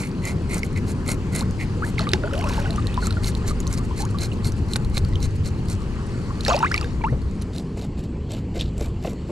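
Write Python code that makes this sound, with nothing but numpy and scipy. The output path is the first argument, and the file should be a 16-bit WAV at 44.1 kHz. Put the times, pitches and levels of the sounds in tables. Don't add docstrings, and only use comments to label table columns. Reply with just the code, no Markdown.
import sys
import numpy as np
from scipy import signal
from scipy.fft import rfft, irfft, next_fast_len
from scipy.io import wavfile
from scipy.ndimage import uniform_filter1d

SR = 44100
rng = np.random.default_rng(int(sys.argv[2]) if len(sys.argv) > 2 else 0)


def gain_from_db(level_db):
    decades = np.asarray(level_db, float) / 20
    return 10 ** decades


def unload_audio(sound):
    columns = np.transpose(np.atleast_2d(sound))
    steps = np.round(np.clip(columns, -1, 1) * 32767)
    wavfile.write(sys.argv[1], SR, steps.astype(np.int16))


N = 410571


def evened(x):
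    return x / np.sqrt(np.mean(x ** 2) + 1e-20)


def read(points, hz):
    f, value = np.transpose(points)
    return np.interp(np.log(hz + 1), np.log(f + 1), value)


def along(rows, t):
    s, level_db = np.transpose(rows)
    return np.interp(t, s, level_db)


def resonate(x, hz, width_hz):
    pole = np.exp((2j * np.pi * hz - np.pi * width_hz) / SR)
    return 2 * signal.lfilter([1 - abs(pole)], [1, -pole], x).real


def mode(x, hz, width_hz, second_hz, second_width_hz):
    return evened(resonate(resonate(x, hz, width_hz), second_hz, second_width_hz))


def add(mix, s, sound, pan_db=0):
    at = round(s * SR)
    sound = sound[max(-at, 0):]
    part = mix[:, max(at, 0):][:, :len(sound)]
    pair = np.array([sound, np.roll(sound, rng.integers(-1, 2))])
    part += pair[:, :part.shape[1]] * gain_from_db(np.array([[pan_db / 2], [-pan_db / 2]]))


def stroke(s, length, scratch_db, ring_db, low_db, peak, centre_hz, clear, flesh_db, body_db):
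    u = np.linspace(0, 1, round(1.35 * length * SR))
    pressure = np.sin(np.pi * u ** (np.log(.5) / np.log(peak))) ** 1.55

    hiss, chance, size = rng.random((3, 4, 12000))[:, :, :len(u)]
    rub = hiss - .5
    flicks = (chance < 160 / SR) * gain_from_db(-3.5 * np.log(size + 1e-9))
    bursts = signal.lfilter([1], [1, -np.exp(-1 / (0.0016 * SR))], flicks)
    bursts = uniform_filter1d(bursts + 2.2 * bursts[:, ::-1], size=30)
    drive = rub * (0.53 + 0.53 * bursts + 0.27 * bursts[0])

    scratch = 0
    for ratio, x in zip((.85, 1.1), drive):
        scratch = scratch + mode(x, ratio * centre_hz, 3800, ratio * centre_hz, 3800)

    bend = 1 + 0.025 * (2 * size[:, 0] - 1)
    clear_ring = mode(rub[2] + .5 * drive[2], 4200 * bend[0], 350, 4250 * bend[0], 650)
    dull_ring = mode(drive[2], 3600, 3700, 3700, 3100)
    ring = evened(clear * clear_ring + (1 - clear) * dull_ring)
    low_ring = mode(rub[3] + .6 * drive[3], 2060 * bend[1], 280, 2080 * bend[1], 600)
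    early = gain_from_db(-7.5 * (u - .5))

    popping = rub[1] * uniform_filter1d(flicks.sum(0), size=12)
    sound = evened(scratch)
    sound = sound + early * (gain_from_db(ring_db + .6) * ring + gain_from_db(low_db - 3.5) * low_ring)
    sound = sound + gain_from_db(flesh_db) * mode(drive[3], 1420, 740, 1380, 820)
    sound = sound + gain_from_db(body_db) * mode(drive[1], 420, 660, 420, 1050)
    sound = sound + gain_from_db(-1) * mode(drive[0], 11700, 3000, 11700, 3000)
    sound = sound + gain_from_db(-4.5) * evened(resonate(popping, centre_hz, 7000))
    return s - .17 * length, gain_from_db(scratch_db + 5) * pressure * sound


# start_s, length_s, scratch_db, low_ring_over_scratch_db
FLANK = [(-0.05, 0.14, -50, 7), (0.228, 0.105, -48.5, 9.5), (0.492, 0.096, -46.5, 9),
         (0.562, 0.04, -50.5, -6), (0.627, 0.045, -56, -7), (0.759, 0.033, -52.5, 16),
         (0.871, 0.059, -51, -3), (1.063, 0.082, -43, 4.5), (1.328, 0.095, -43, 3), (1.59, 0.058, -51, 15),
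         (1.833, 0.085, -54.5, 3)]
# start_s, length_s, scratch_db, ring_over_scratch_db
BACK = [(2.995, 0.087, -49, 0.5), (3.217, 0.085, -43.5, -5), (3.45, 0.064, -45, -6),
        (3.692, 0.059, -45.5, -15), (3.762, 0.032, -48.5, -6), (3.951, 0.082, -46, -3.5),
        (4.176, 0.092, -45.5, -2), (4.427, 0.072, -47.5, -1.5), (4.668, 0.09, -51.5, -5),
        (4.929, 0.062, -47.5, -1), (5.204, 0.062, -49, 0), (5.434, 0.057, -50.5, 0),
        (5.668, 0.08, -50.5, -4.5)]
# start_s, length_s, scratch_db, ring_over_scratch_db
BELLY = [(7.413, 0.022, -63, 9), (7.535, 0.091, -56, 3), (7.764, 0.046, -54.5, -4), (7.806, 0.061, -55, 1),
         (7.975, 0.04, -57, 0.5), (8.03, 0.034, -56.5, -0.5), (8.296, 0.065, -52, 2),
         (8.545, 0.049, -51, 0), (8.59, 0.04, -55, 15), (8.61, 0.098, -65.5, 10), (8.34, 0.077, -60, 1),
         (8.775, 0.12, -52, -5), (9.025, 0.11, -50.5, -6), (9.28, 0.096, -55.5, -9)]
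# start_s, length_s, spray_db, ring_over_spray_db
SPLASHES = [
    (1.978, 0.07, -58.5, 12.5),
    (2.146, 0.021, -59, 7),
    (2.37, 0.024, -64, 0),
    (2.33, 0.091, -63, 0),
    (2.458, 0.18, -54, 1),
    (2.63, 0.091, -64, -2),
    (6.44, 0.14, -53.5, 7),
    (6.612, 0.09, -79, -10),
    (6.72, 0.17, -74, -11),
]
FLANK_GRIP = dict(peak=0.5, centre_hz=8500, clear=0.6, flesh_db=-1.5, body_db=-2)
BACK_GRIP = dict(peak=.62, centre_hz=7400, clear=.85, flesh_db=-3, body_db=-6)
BELLY_GRIP = dict(peak=0.47, centre_hz=7300, clear=0.05, flesh_db=0.5, body_db=6.2)
SPLASH_GRIP = dict(peak=0.47, centre_hz=6700, clear=0.24, flesh_db=8.9, body_db=4.5)


def scraping(near):
    damped_low_db = -1.5
    for s, length, db, low_db in FLANK:
        add(near, *stroke(s, length, db, -6.5, low_db, **FLANK_GRIP))
    for rows, grip in ((BACK, BACK_GRIP), (BELLY, BELLY_GRIP), (SPLASHES, SPLASH_GRIP)):
        for row in rows:
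            add(near, *stroke(*row, damped_low_db, **grip))
    for s, length, db, ring_db in BACK:
        if length > .045:
            add(near, *stroke(s + .14, 0.026, db - 13, ring_db, damped_low_db, **BACK_GRIP))


def tick(s, db, hz, share, spit):
    t = np.arange(len(spit)) / SR
    ring = np.sin(2 * np.pi * hz * t) * gain_from_db(-60 * t * hz / 25)
    noise = (spit - 0.73 * np.roll(spit, 1)) * gain_from_db(-60 * t / 0.015)
    onset = 1 - np.exp(-t / 0.000076)
    return s, gain_from_db(db) * onset * (1.34 * ring + share * noise)


# start_s, peak_db, pitch_hz
TICKS = [(0.544, -16.5, 8700), (0.6322, -27, 5100), (1.079, -20, 7500), (1.3618, -11, 9400),
         (2.0909, -20.5, 3800), (2.134, -15.5, 4950), (3.0695, -15, 7400), (3.603, -21.5, 7000),
         (3.676, -21.5, 6200), (4.052, -25, 6800), (4.521, -27, 6000), (5.049, -29, 4500),
         (5.7, -22.5, 8400), (6.4816, -12, 5150), (6.5645, -19.5, 4880), (6.628, -28.5, 2650),
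         (6.717, -21.5, 5100), (6.7425, -15.5, 5100), (6.7783, -20, 4670), (6.812, -23.5, 4740),
         (7.421, -24, 9600), (7.415, -34, 6000), (7.105, -46, 9000), (7.312, -41, 7000), (5.126, -44, 5000),
         (1.876, -36, 8000), (8.6106, -13.5, 3500)]
# start_s, peak_db
COMMON_PITCH_TICKS = [(1.9927, -18), (2.117, -25), (2.7066, -23.5), (2.87, -22), (3.1076, -21.5), (3.1257, -27),
                      (3.244, -22), (3.351, -23.5), (4.1863, -23.5), (4.218, -28), (4.735, -18), (4.7591, -15.5),
                      (4.97, -19), (6.408, -22.5), (6.4502, -15.5)]
# start_s, peak_db, pitch_hz
SNAPS = [(0.2379, -44, 4140), (0.2536, -21.5, 7310), (0.581, -26, 6000), (0.665, -40, 6500),
         (0.7612, -39, 4200), (0.9178, -30, 6670), (1.3508, -18, 9370), (1.386, -31, 4260),
         (1.4085, -21.5, 4140), (1.5098, -32, 6410), (2.3344, -28, 2920), (2.353, -32.5, 3300),
         (2.3783, -30, 2800), (2.3908, -28, 5100), (2.411, -27, 2180), (2.441, -26, 2600),
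         (2.4888, -24, 5400), (2.5367, -32, 3800), (2.729, -32, 4250), (2.7601, -30, 6160),
         (2.9427, -30, 3560), (3.0525, -38, 4180), (3.2713, -30, 4300), (3.48, -25, 6490),
         (3.496, -32, 4300), (3.669, -26.5, 4200), (3.7279, -21.5, 7080), (3.739, -25, 5600),
         (3.7763, -28, 4890), (3.784, -32, 6500), (3.9904, -29, 9590), (4.446, -27, 4320),
         (4.591, -49, 7100), (4.735, -18.5, 8200), (4.7636, -17, 8100), (4.848, -32.5, 4140),
         (4.899, -40, 7900), (4.9462, -35, 4180), (4.979, -18, 4100), (5.1567, -37, 6000),
         (5.2036, -35, 4250), (5.228, -22.5, 5620), (5.459, -31, 4260), (5.685, -31, 4670),
         (6.435, -33, 6210), (6.5906, -24, 5530), (6.762, -26, 4160), (6.8438, -33, 3660),
         (7.218, -41, 4500), (7.562, -31, 4050), (7.5828, -25.5, 4080), (7.814, -34, 4200),
         (8.0391, -34, 6000), (8.319, -20.5, 8000), (8.5679, -38, 5030), (8.6023, -41, 3570),
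         (8.78, -26, 7610), (9.047, -40, 2690), (9.074, -31, 2720), (9.097, -37, 7000)]


def snaps_and_drops(near):
    ticks = [(*row, 0.32) for row in TICKS]
    ticks += [(s, db, 4100, 0.32) for s, db in COMMON_PITCH_TICKS]
    ticks += [(*row, 0.58) for row in SNAPS]
    for row, spit in zip(ticks, rng.standard_normal((len(ticks), 600))):
        add(near, *tick(*row, spit))


def thump(s, db, hz, length):
    u = np.linspace(0, 1, round(length * SR))
    lump = resonate(resonate(rng.standard_normal(9000), hz, 1.3 * hz), hz, 1.3 * hz)[-len(u):]
    return s, gain_from_db(db - 8.0) * evened(lump) * np.sin(np.pi * u ** 0.66)


# start_s, peak_db, pitch_hz, length_s
THUMPS = [(2.135, -2.5, 1880, 0.002), (4.756, -19, 1080, 0.014), (4.971, -19, 1140, 0.012),
          (6.481, -13.5, 865, 0.0041), (7.038, -19, 1050, 0.0036), (7.109, -19, 92, 0.085),
          (7.122, -22.5, 300, 0.026), (8.558, -26.5, 380, 0.036), (9.046, -18, 600, 0.015),
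          (9.069, -22, 450, 0.021), (8.808, -25, 396, 0.022), (9.293, -21, 400, 0.02),
          (0.555, -28, 810, 0.03), (8.609, -28.5, 2850, 0.026), (3.471, -15, 43, 0.054),
          (4.451, -17, 75.5, 0.073), (4.566, -23.5, 72.5, 0.15), (8.083, -29.5, 77, 0.099)]


def knocks(near):
    for row in THUMPS:
        add(near, *thump(*row))


def bubble(s, db, start_hz, end_hz, length, bend, shake):
    u = np.arange(0, 1.3 * length, 1 / SR) / length
    t = u * length
    shake = evened(uniform_filter1d(shake, size=150))[:len(u)]
    click = .5 * np.exp(-t / 0.0003)
    hz = start_hz * (end_hz / start_hz) ** (np.minimum(u, 1.1) ** bend)
    hz = hz * (1 + .016 * shake + click)
    decay_db = -15 * u * min(start_hz / end_hz, 1) ** 0.46
    swell = (1 - np.exp(-t / 0.00039)) * gain_from_db(decay_db + 1.38 * shake[::-1])
    swell = swell * np.clip((1.2 - u) / 0.43, 0, 1)
    turn = 2 * np.pi * np.cumsum(hz) / SR
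    ring = np.sin(turn) + gain_from_db(-21.5 - 20 * u) * np.sin(1.5 * turn)
    return s - .001, gain_from_db(db + 5.5) * swell * ring, np.clip(shake[0], -1, 1)


# start_s, peak_db, pitch_hz
PINGS = [(0.633, -21.5, 2120), (1.983, -23.5, 2160), (2.134, -28, 374), (2.244, -34, 400),
         (2.276, -28, 1420), (2.328, -31, 505), (2.338, -29, 1430), (2.385, -37, 690), (2.58, -26.5, 887),
         (2.59, -32, 1600), (3.073, -24, 1300), (3.108, -29, 1370), (5.157, -30, 3120),
         (6.306, -33.5, 1090), (6.464, -23.5, 1750), (6.491, -29, 570), (6.522, -17.5, 1200),
         (6.546, -24.5, 2500), (6.743, -17, 2200), (6.744, -23, 1200), (6.779, -20.5, 2380),
         (6.813, -38, 1200), (6.83, -32, 2620), (6.845, -31, 1560), (7.011, -32, 980), (2.008, -33, 640),
         (2.07, -35, 2200), (2.311, -33, 1290), (2.44, -36, 636), (6.499, -28, 2600), (6.532, -28, 3200),
         (6.481, -31, 517), (6.511, -15.5, 1200)]
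# start_s, peak_db, pitch_hz
PLOPS = [(2.071, -25.5, 1200), (2.237, -28.5, 1450), (2.24, -52, 573), (2.253, -39, 950),
         (2.472, -32.5, 1090), (2.658, -30.5, 1460), (2.696, -39, 656), (2.782, -24.5, 1196),
         (2.977, -20, 997), (3.17, -31.5, 1390), (3.509, -31, 1217), (3.666, -37, 1064),
         (3.911, -33.5, 990), (4.002, -36, 804), (3.994, -40, 1760), (3.447, -43, 1750),
         (3.795, -37.5, 1170), (2.365, -38, 644), (2.462, -41, 572), (2.582, -39, 564), (2.645, -39, 770),
         (2.143, -65, 810), (6.6, -42, 2750), (6.84, -40.5, 483), (4.146, -31, 1147), (5.127, -42, 1970),
         (6.51, -36, 700), (6.606, -26.5, 890), (7.017, -39, 2300)]
# start_s, peak_db, start_hz, end_hz, length_s
GLIDES = [(1.995, -24.0, 1370, 820, 0.012), (2.421, -33.0, 1040, 1410, 0.011),
          (2.44, -28.5, 937, 1480, 0.033), (2.506, -30.5, 1000, 900, 0.03),
          (3.026, -32.0, 1450, 1050, 0.037), (4.03, -36.0, 850, 1900, 0.042),
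          (6.503, -19.0, 1030, 1250, 0.013), (6.538, -22.0, 1000, 650, 0.013),
          (6.545, -26.0, 570, 1450, 0.047), (6.629, -18.0, 1290, 1980, 0.017),
          (6.631, -17.0, 937, 2040, 0.037), (7.041, -22.5, 900, 1600, 0.048),
          (6.49, -22.0, 520, 1100, 0.015), (6.667, -31.0, 2050, 2200, 0.018),
          (6.75, -29.0, 2000, 2350, 0.018), (6.812, -30.0, 1300, 900, 0.025),
          (2.375, -31.0, 640, 800, 0.035)]
# start_s, peak_db, start_hz, end_hz,
# length_s
SLIDES = [(1.414, -32.0, 800, 1600, 0.024), (1.823, -24.0, 1150, 1900, 0.03),
          (6.715, -21.0, 1300, 2170, 0.014), (2.47, -33.0, 1200, 1600, .03), (2.335, -31.0, 480, 650, .03),
          (2.145, -32.0, 750, 1100, .015), (6.646, -31.0, 2300, 2900, .014),
          (7.043, -34.0, 2000, 3000, .014), (7.088, -38.0, 1700, 2100, .02), (2.24, -33.0, 560, 700, .04),
          (6.52, -26.0, 650, 800, .03), (4.318, -38.0, 2900, 2500, .012)]


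def air_pockets(near):
    pockets = []
    for rows, cycles in ((PINGS, 13.0), (PLOPS, 26.0)):
        pockets += [(s, db, hz, 1.008 * hz, cycles / hz, 2.1) for s, db, hz in rows]
    pockets += [(*row, 2.1) for row in GLIDES]
    pockets += [(*row, .9) for row in SLIDES]
    for row, shake in zip(pockets, rng.standard_normal((len(pockets), 4000))):
        add(near, *bubble(*row, shake))


def trickle(low_hz, top_hz, per_s, turns, level_db):
    size = gain_from_db(4.0 * np.minimum(rng.exponential(1, N), 3))
    size = size * (rng.random(N) < per_s / SR)
    kind, out = rng.integers(0, 10, N), np.zeros((2, N))
    pitches_hz = np.geomspace(low_hz, top_hz, num=10) * rng.uniform(0.93, 1.051, 10)
    for k, hz in enumerate(pitches_hz):
        cycles, slide = np.arange(0, 6 * turns, hz / SR), rng.uniform(-.002, .008)
        grain = np.sin(2 * np.pi * cycles * (1 + slide * cycles))
        grain = grain * np.sqrt(cycles) * np.exp(-cycles / turns)
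        balance = gain_from_db(np.array([[1], [-1]]) * rng.normal(0, 0.99))
        out += signal.oaconvolve(size * (kind == k), grain)[:N] * balance
    return evened(out) * gain_from_db(level_db)


# fullest_s, gurgle_db, fizz_db, swell_db_per_s, drain_db_per_s
POURS = [
    (2.0, -38.5, -66, 400, 62),
    (2.45, -41, -53, 38, 11.5),
    (6.49, -31, -34.5, 406, 93),
    (6.75, -43.5, -44.5, 300, 82),
]


def runoff():
    drip_gurgle_db, drip_fizz_db = -56, -67
    t = np.arange(N) / SR
    s, gurgle_db, fizz_db, swell, drain = np.transpose(POURS)[:, :, None]
    flow_db = swell * np.minimum(t - s, 0) - drain * np.maximum(t - s, 0)
    dry_db = -12 * np.clip((t - 6.9) / 0.048, 0, 1)
    gurgle_db = np.maximum((gurgle_db + flow_db).max(0), drip_gurgle_db) + dry_db
    fizz_db = np.maximum((fizz_db + flow_db).max(0), drip_fizz_db) + dry_db
    crackle_db = -67 + .5 * (fizz_db - drip_fizz_db)
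    gurgle = trickle(low_hz=760, top_hz=3170, per_s=600, turns=3.8, level_db=gurgle_db)
    gulps = trickle(low_hz=380, top_hz=950, per_s=120, turns=3.9, level_db=gurgle_db - 4.5)
    fizz = trickle(low_hz=2460, top_hz=8770, per_s=480, turns=3.8, level_db=fizz_db)
    crackle = trickle(low_hz=3500, top_hz=9600, per_s=16, turns=0.83, level_db=crackle_db)
    return gurgle + gulps + fizz + crackle


# time_s, level_db
WATER = [(0, 1.5), (2.77, 3.5), (5.37, 1), (6.74, 4.5), (7.05, 0), (9.31, 2)]
# freq_hz, density_db
SURF = [(70, -7), (110, -0.5), (190, 1), (270, -7.5), (400, -10.5), (480, -17), (620, -28.5), (1200, -64.5)]
# freq_hz, density_db
WASH = [(400, 4.5), (600, -4), (780, -3), (1050, 0), (1550, -7.5), (2200, -10.5), (2800, -15), (4000, -49)]
# freq_hz, density_db
HISS = [(2200, -5), (3000, 5), (3650, -0.5), (4350, 6.5), (5400, -1), (7600, -2), (9400, -7.5),
        (12100, -19), (15600, -44)]
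# freq_hz, likeness (0-1)
SAME = [(40, 1), (130, 0.99), (440, 0.98), (1100, 0.95), (3700, 0.39), (9000, 0.53), (13000, 0.43)]
# freq_hz, lead_radians
LEAD = [(85, 0), (430, -.62), (1100, -1.1), (2700, -1.35), (3700, -.4), (6500, -.3), (9000, .15),
        (13000, 0)]


def surf_and_wash():
    frames, hz = N // 256 + 5, np.fft.rfftfreq(1024, 1 / SR)
    t = np.arange(frames) * 256 / SR
    a, b, c, d, patches = rng.standard_normal((frames, 513, 5)).T
    patches = uniform_filter1d(uniform_filter1d(patches, size=10, axis=0), size=10, axis=1)
    patches_db = 1.9 * evened(patches) * np.clip(hz / 900, 0, 1)[:, None]

    stir_db = along(WATER, t)
    surf_db = -27.5 - 0.3923 * t
    wash_db = -42.5 - 0.1458 * t + stir_db
    hiss_db = -57 + 1.8 * stir_db
    power = 0
    for shape, level_db in ((SURF, surf_db), (WASH, wash_db), (HISS, hiss_db)):
        density = gain_from_db(read(shape, hz)) ** 2
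        power = power + (density / density.sum())[:, None] * gain_from_db(level_db) ** 2

    same, left = np.clip(read(SAME, hz), -1, 1)[:, None], a + 1j * b
    right = same * left + np.sqrt(1 - same ** 2) * (c + 1j * d)
    z = np.array([left * np.exp(1j * read(LEAD, hz))[:, None], right])
    z *= np.sqrt(power) * gain_from_db(patches_db)
    return gain_from_db(3.0) * signal.istft(z, nperseg=1024, noverlap=768)[1][:, :N]


# freq_hz, density_db
BUFFET = [(8, -22), (22, -6), (45, -6.5), (60, 2), (90, -10.5), (200, -106)]
# freq_hz, density_db
BOOM = [(45, -7.5), (66, -6.5), (80, -4), (96, -3.5), (140, -13.5), (300, -95)]
# time_s, level_db
WIND = [(0.1, -41), (3.6, -29), (4.3, -58), (4.85, -51), (6.56, -31.5), (7.18, -25), (7.49, -33.5),
        (9.31, -33)]
# time_s, level_db
SWELL = [(0, -47), (0.2, -27.5), (4.7, -24.5), (4.85, -19.5), (6.56, -31), (7.18, -28.5), (7.491, -37.5),
         (8.95, -26.5), (9.31, -50)]


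def wind_and_boom():
    t, fine_hz, out = np.arange(N) / SR, np.fft.rfftfreq(16384, 1 / SR), 0
    for shape, levels in ((BUFFET, WIND), (BOOM, SWELL)):
        shared, own = rng.standard_normal(N), rng.standard_normal((2, N))
        colour = signal.firwin2(8191, fine_hz, gain_from_db(read(shape, fine_hz)), fs=SR)
        noise = signal.oaconvolve(shared + 0.3 * own, colour[None], "same")
        out = out + gain_from_db(along(levels, t)) * evened(noise)
    return out


# freq_hz, left_over_right_db, gain_db
PORT = [(300, 1.5, 8), (1200, 1.5, -0.5), (2360, -3, 2), (4420, -3, 3.5), (7600, 0.5, 2.5), (9700, -1, 2),
        (11520, 3, -7), (15500, -2, -21)]


def ports(x):
    size = next_fast_len(N)
    hz = np.fft.rfftfreq(size, 1 / SR)
    pan_db, gain_db = (read(np.array(PORT)[:, [0, k]], hz) for k in (1, 2))
    turn = np.exp(.5j * read(LEAD, hz)) * gain_from_db(pan_db / 2)
    return irfft(rfft(x, size) * [turn, 1 / turn] * gain_from_db(gain_db), size)[:, :N]


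def scene():
    near = np.zeros((2, N))
    scraping(near)
    snaps_and_drops(near)
    knocks(near)
    air_pockets(near)
    near += runoff()
    rocks = rng.standard_normal(3000) + 0.12 * rng.standard_normal((2, 3000))
    rocks = rocks * gain_from_db(-60 * np.arange(3000) / SR / 0.039)
    echo = signal.oaconvolve(near, rocks / np.linalg.norm(rocks[0]), axes=1)[:, :N]
    shore = (surf_and_wash() + wind_and_boom()) * gain_from_db(np.array([[.8], [-.8]]))
    return ports(near + gain_from_db(-11.0) * echo) + shore


# freq_hz, level_db per bin
GATE = [(8000, -115), (10500, -100), (12500, -100), (15500, -93)]


def gate(x):
    hz, _, z = signal.stft(x, SR, nperseg=1024, noverlap=768)
    bands = (np.abs(z[:, :512]) ** 2).reshape(2, 32, 16, -1).mean(2)
    over_db = 10 * np.log10(bands + 1e-20) - read(GATE, hz[8:512:16])[:, None]
    cut_db = -22 / (1 + np.exp(np.clip(over_db, -30, 30)))
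    z[:, :512] *= np.repeat(gain_from_db(cut_db), 16, axis=1)
    z[:, hz > 15600] = 0
    return signal.istft(z, SR, nperseg=1024, noverlap=768)[1][:, :N]


# time_s, side_db
WIDTH = [(7.2, 0), (7.75, -15.5), (8.3, -43), (8.55, -37), (8.8, -28), (9.3, -10.5)]
# freq_hz, gain_db
ALONE = [(700, -0.5), (1250, -7), (2900, -0.5), (4400, -4), (6500, -7), (7600, -2), (8800, -10.5),
         (11000, -6), (14000, 0)]


def one_port(x):
    t, size = np.arange(N) / SR, next_fast_len(N)
    mid, side = (x[0] + x[1]) / 2, (x[0] - x[1]) / 2
    colour = gain_from_db(read(ALONE, np.fft.rfftfreq(size, 1 / SR)))
    alone = irfft(rfft(mid, size) * colour, size)[:N]
    mid = mid + np.clip((t - 7.4) / 0.52, 0, 1) * (alone - mid)
    side = side * gain_from_db(along(WIDTH, t))
    return np.array([mid + side, mid - side])


def roll_off(x):
    return signal.sosfilt(signal.butter(12, 15700, fs=SR, output="sos"), x)


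def record(dry):
    dry = signal.lfilter(*signal.butter(2, 18, "high", fs=SR), dry)
    mix = np.clip(gate(one_port(dry)), -1, 1)
    return roll_off(mix)


dry = scene()
out = record(dry)
unload_audio(out)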